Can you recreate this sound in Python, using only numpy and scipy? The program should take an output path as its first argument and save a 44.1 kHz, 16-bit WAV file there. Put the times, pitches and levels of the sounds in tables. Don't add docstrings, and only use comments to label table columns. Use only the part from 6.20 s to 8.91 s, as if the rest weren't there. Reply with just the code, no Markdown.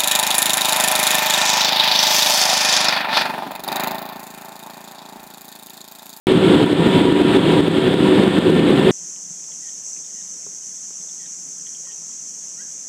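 import sys
import numpy as np
from scipy import signal
from scipy.fft import rfft, irfft, next_fast_len
from scipy.io import wavfile
from scipy.ndimage import uniform_filter1d, minimum_filter1d, map_coordinates

SR = 44100
rng = np.random.default_rng(int(sys.argv[2]) if len(sys.argv) > 2 else 0)


def voltage_ratio(level):
    return 10 ** (np.asarray(level, float) / 20)


def store_pcm(level_fs):
    pcm = np.round(np.clip(level_fs, -1, 1) * 32767).astype(np.int16)
    wavfile.write(sys.argv[1], SR, np.atleast_2d(pcm).T)


N = 119511

# t/s, swing/full scale, gain cut/dB, first snap/dB
STRONG_SURGES = [(0.1215, -0.95, 3.7, 1.0), (0.1772, -0.83, 3.0, 1.4), (0.3122, 0.76, 0.0, 1.2),
                 (0.3545, -0.71, 2.8, 1.3), (0.43, -0.71, 2.1, 1.5), (0.4427, 0.75, 4.3, 1.2),
                 (0.5315, 0.71, 5.5, 1.2), (0.6722, -0.84, 1.5, 1.6), (0.781, -0.74, 1.0, 2.0),
                 (0.8187, -0.76, 3.7, 1.5), (0.8555, 0.73, 2.4, 0.4), (0.9263, -0.82, 2.9, 1.6),
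                 (1.0202, 0.73, 4.3, 1.9), (1.1713, -0.98, 5.1, 2.5), (1.3448, 0.39, 2.7, 0.6),
                 (1.3938, 0.84, 1.6, 0.8), (1.4073, 0.74, 5.4, 1.5), (1.4832, 0.71, 4.6, 1.8),
                 (1.5859, -0.79, 3.4, 1.0), (1.6812, -0.75, 4.1, 1.8), (1.7433, 0.8, 4.8, 1.4),
                 (1.8895, 0.77, 2.4, 1.7), (1.9986, -0.99, 1.3, 1.5), (2.0379, 0.76, 3.1, 1.1),
                 (2.0801, 0.9, 3.1, 1.5), (2.1876, 0.91, 6.4, 2.1), (2.3031, -0.89, 4.3, 2.8),
                 (2.3985, -0.74, 4.7, 1.1), (2.5071, -1.0, 1.9, 2.9), (2.5977, 0.95, 2.6, 2.3)]
# t/s,
# swing/full scale, gain cut/dB, first snap/dB
WEAK_SURGES = [(.0705, -.55, .1, .1), (.11, -.4, .3, .8), (.1536, -.7, .3, .7), (.195, .4, 1.5, .2),
               (.5145, .47, .3, .9), (.5955, .61, .3, 1.3), (.69, -.6, 1.5, .2), (.7681, .8, .3, 1.3),
               (.8883, -.7, .5, .8), (1.052, -.8, .4, .7), (1.195, .4, 2, .4), (1.8074, -.7, .3, .8),
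               (2.3672, -.64, .3, 1.5), (2.4944, .68, .3, 1.1), (2.53, -.5, 1.5, .3),
               (2.7076, .7, 1.5, 1.2)]
# t/s, flame strength/dB, draught swell/dB
FIRE = [(0, -21.5, -4.7), (.25, -12, 2.3), (.5, -14, 0.3), (.75, -11.5, 2.5), (.95, -13.5, 0.1),
        (1.15, -12.5, 2.5), (1.25, -11, 1.2), (1.35, -12, 1.7), (1.6, -14.5, 0.8), (1.85, -12, 1.7),
        (2.0, -13, 0.8), (2.2, -13, 0.6), (2.45, -10.5, 1.05), (2.71, -12, 2.2)]


def unit(x):
    return x / np.sqrt(np.mean(x ** 2) + 1e-20)


def wobble(rate):
    points = rng.standard_normal(int(N * rate / SR) + 4)
    return map_coordinates(points, [np.arange(N) * rate / SR])


def noise(response, patchy_db):
    grid = signal.stft(rng.standard_normal(N + 512), nperseg=512)[2]
    patches = uniform_filter1d(rng.standard_normal(grid.shape), 6, 0)
    patches = uniform_filter1d(patches, 10, 1)
    x = signal.istft(grid * voltage_ratio(patchy_db * unit(patches)), nperseg=512)[1][:N]
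    m = next_fast_len(N + 8192)
    shaped = rfft(x, m) * response(np.fft.rfftfreq(m, 1 / SR))
    return unit(irfft(shaped, m)[:N])


def colour(points):
    f, db = np.transpose(points)
    return lambda hz: voltage_ratio(np.interp(np.log(hz + 1), np.log(f + 1), db))


def peak(hz, centre, width):
    return 1j * hz * width / (centre ** 2 - hz ** 2 + 1j * hz * width)


def chamber_ring():
    mode_hz = [132, 166, 195, 250, 293, 322, 358, 376, 432, 508]
    # width/Hz, level/dB
    modes = [(28, -13.5), (9, 3.5), (16.5, 0.5), (39.8, -3.5), (10.9, 6.5), (14, -1), (12, -5), (13.9, 3.5),
             (20.4, -3.5), (47.4, -6.5)]

    def response(hz):
        power = sum(abs(voltage_ratio(db) * peak(hz, centre, 1.07 * width) ** 2) ** 2
                    for centre, (width, db) in zip(mode_hz, modes))
        low_cut = hz ** 2 / (hz ** 2 + 110 ** 2)
        high_cut = 1 / (1 + (hz / 620) ** 4)
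        return low_cut * high_cut * np.sqrt(power)

    return noise(response, patchy_db=0.6)


def flame(strength_db):
    # f/Hz, level/dB per Hz
    roar_colour = [(15, -60), (25, -27), (65, -11.5), (167, 7), (295, -9), (374, 10.5), (480, -16.5),
                   (700, -21.5), (910, -59), (1540, -120)]
    broad = noise(colour(roar_colour), patchy_db=0.17)
    roar = unit(chamber_ring() + voltage_ratio(-5) * broad)
    roar = roar * voltage_ratio(strength_db - 0.2 * wobble(25.46))

    calm = 0.72
    gain = voltage_ratio(gain_db())
    need = np.minimum(1, calm / (abs(roar) * gain + 1e-9))
    half = 1200
    x = np.pad(roar * uniform_filter1d(minimum_filter1d(need, size=301), size=301), (0, half))

    surge_hz, surge_s, lead_s = 270, .0024, .0003
    u = np.arange(-half, half) / SR
    hump = np.exp(-(u / surge_s) ** 2)
    for s, swing, *_ in [*STRONG_SURGES, *WEAK_SURGES]:
        i = int(s * SR)
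        pitch = surge_hz * rng.uniform(0.84, 1.283)
        wave = 0.99 * swing / gain[i - 2] * np.cos(2 * np.pi * pitch * (u + lead_s))
        change = hump * (wave - x[i - half:i + half])
        x[i - half:i + half] += change - change.sum() * hump / hump.sum()
    return x[:N]


def hiss(swell_db):
    # f/Hz, level/dB per Hz
    air_colour = [(290, -33), (500, -6), (842, -10.5), (950, -12), (1210, -14.5), (1790, -16),
                  (2370, -18.5), (3430, -13), (5500, -39.5), (7150, -82), (12100, -120)]
    # f/Hz, level/dB per Hz
    jet_colour = [(2940, -30), (5000, -33.5), (5990, -7), (8200, 5.5), (12000, -12), (13400, -11),
                  (15900, -22), (16300, -28), (16500, -54)]
    shared_db = swell_db + 0.26 * wobble(39.72) + 0.24 * wobble(120)
    air = voltage_ratio(-24 + shared_db) * noise(colour(air_colour), patchy_db=0.62)
    jet = voltage_ratio(-44.5 + shared_db) * noise(colour(jet_colour), patchy_db=0.5)
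    return air + jet


def mill_whine():
    whine_hz = [959, 1389, 1590, 1791, 2202, 3360]
    # width/Hz, rms level/dB
    whine = [(31.7, -35), (60, -41), (4, -50.5), (11.7, -40.5), (25, -45.5), (80, -66)]
    # t/s, level/dB
    load = [(0.1, -42), (0.58, -33), (0.68, -29), (1.29, -38), (1.33, -28), (1.47, -39), (1.52, -36),
            (2.34, -35), (2.7, -42)]
    lines = []
    for centre, (width, db) in zip(whine_hz, whine):
        tone = noise(lambda hz: peak(hz, centre, width) ** 2, patchy_db=-1.5)
        lines.append(voltage_ratio(db + 0.47 * wobble(6.9)) * tone)
    load_db = np.interp(np.arange(N) / SR, *np.transpose(load))
    lines[0] = lines[0] * voltage_ratio(load_db - np.mean(load, axis=0)[-1])
    return sum(lines)


def steel_ticks():
    # t/s, level/dB, main ring f/Hz, crack level/dB
    ticks = [
        (0.461, -19, 3440, -8),
        (0.663, -19.5, 1860, -32),
        (1.269, -22, 3340, -35),
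        (1.321, -22, 910, -35),
        (1.989, -17, 1790, -28),
        (2.173, -24, 1520, -30),
    ]
    ring_s, crack_s = 0.046, 0.0051
    x, t = np.zeros(N), np.arange(SR // 10) / SR
    for s, db, hz, crack_db in ticks:
        ring = np.sin(2 * np.pi * hz * t) * voltage_ratio(-60 * t / ring_s)
        ring = ring * (1 - np.exp(-t / 0.00087))
        crack = voltage_ratio(crack_db - 60 * t / crack_s) * rng.standard_normal(len(t))
        x[int(s * SR):][:len(t)] += voltage_ratio(db) * (ring + crack)
    return x


def gain_db():
    recover_s, recover_shape, settle_s = 0.12, 1.02, 0.003
    t, db = np.arange(N) / SR, np.full(N, 3.5)
    for s, _, cut_db, snap_db in [*STRONG_SURGES, *WEAK_SURGES[1:]]:
        i = int(s * SR)
        u = abs(t[i:] - s)
        depth = cut_db + (snap_db - cut_db) * np.exp(-u / settle_s)
        db[i:] -= np.exp(-(u / recover_s) ** recover_shape) * depth
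    return db


def scene():
    s, strength_db, swell_db = np.transpose(FIRE)
    t = np.arange(N) / SR
    forge = flame(np.interp(t, s, strength_db)) + hiss(np.interp(t, s, swell_db))
    return (forge + mill_whine() + steel_ticks())[None]


def top_cut(x):
    return signal.sosfilt(signal.butter(12, 16740, fs=SR, output="sos"), x)


def record(dry):
    step_db, ceiling = .3, .99
    x = dry * voltage_ratio(np.round(gain_db() / step_db) * step_db)
    x = x / (1 + abs(x / ceiling) ** 16) ** (1 / 16)
    x = signal.sosfilt(signal.butter(1, 35.5, "high", fs=SR, output="sos"), x)
    m = next_fast_len(N + 8192)
    x = irfft(rfft(x, m) * (np.fft.rfftfreq(m, 1 / SR) < 15800), m)[:, :N]
    started = np.arange(N) >= .0696 * SR
    return top_cut(x * started)


dry = scene()
out = record(dry)
store_pcm(out)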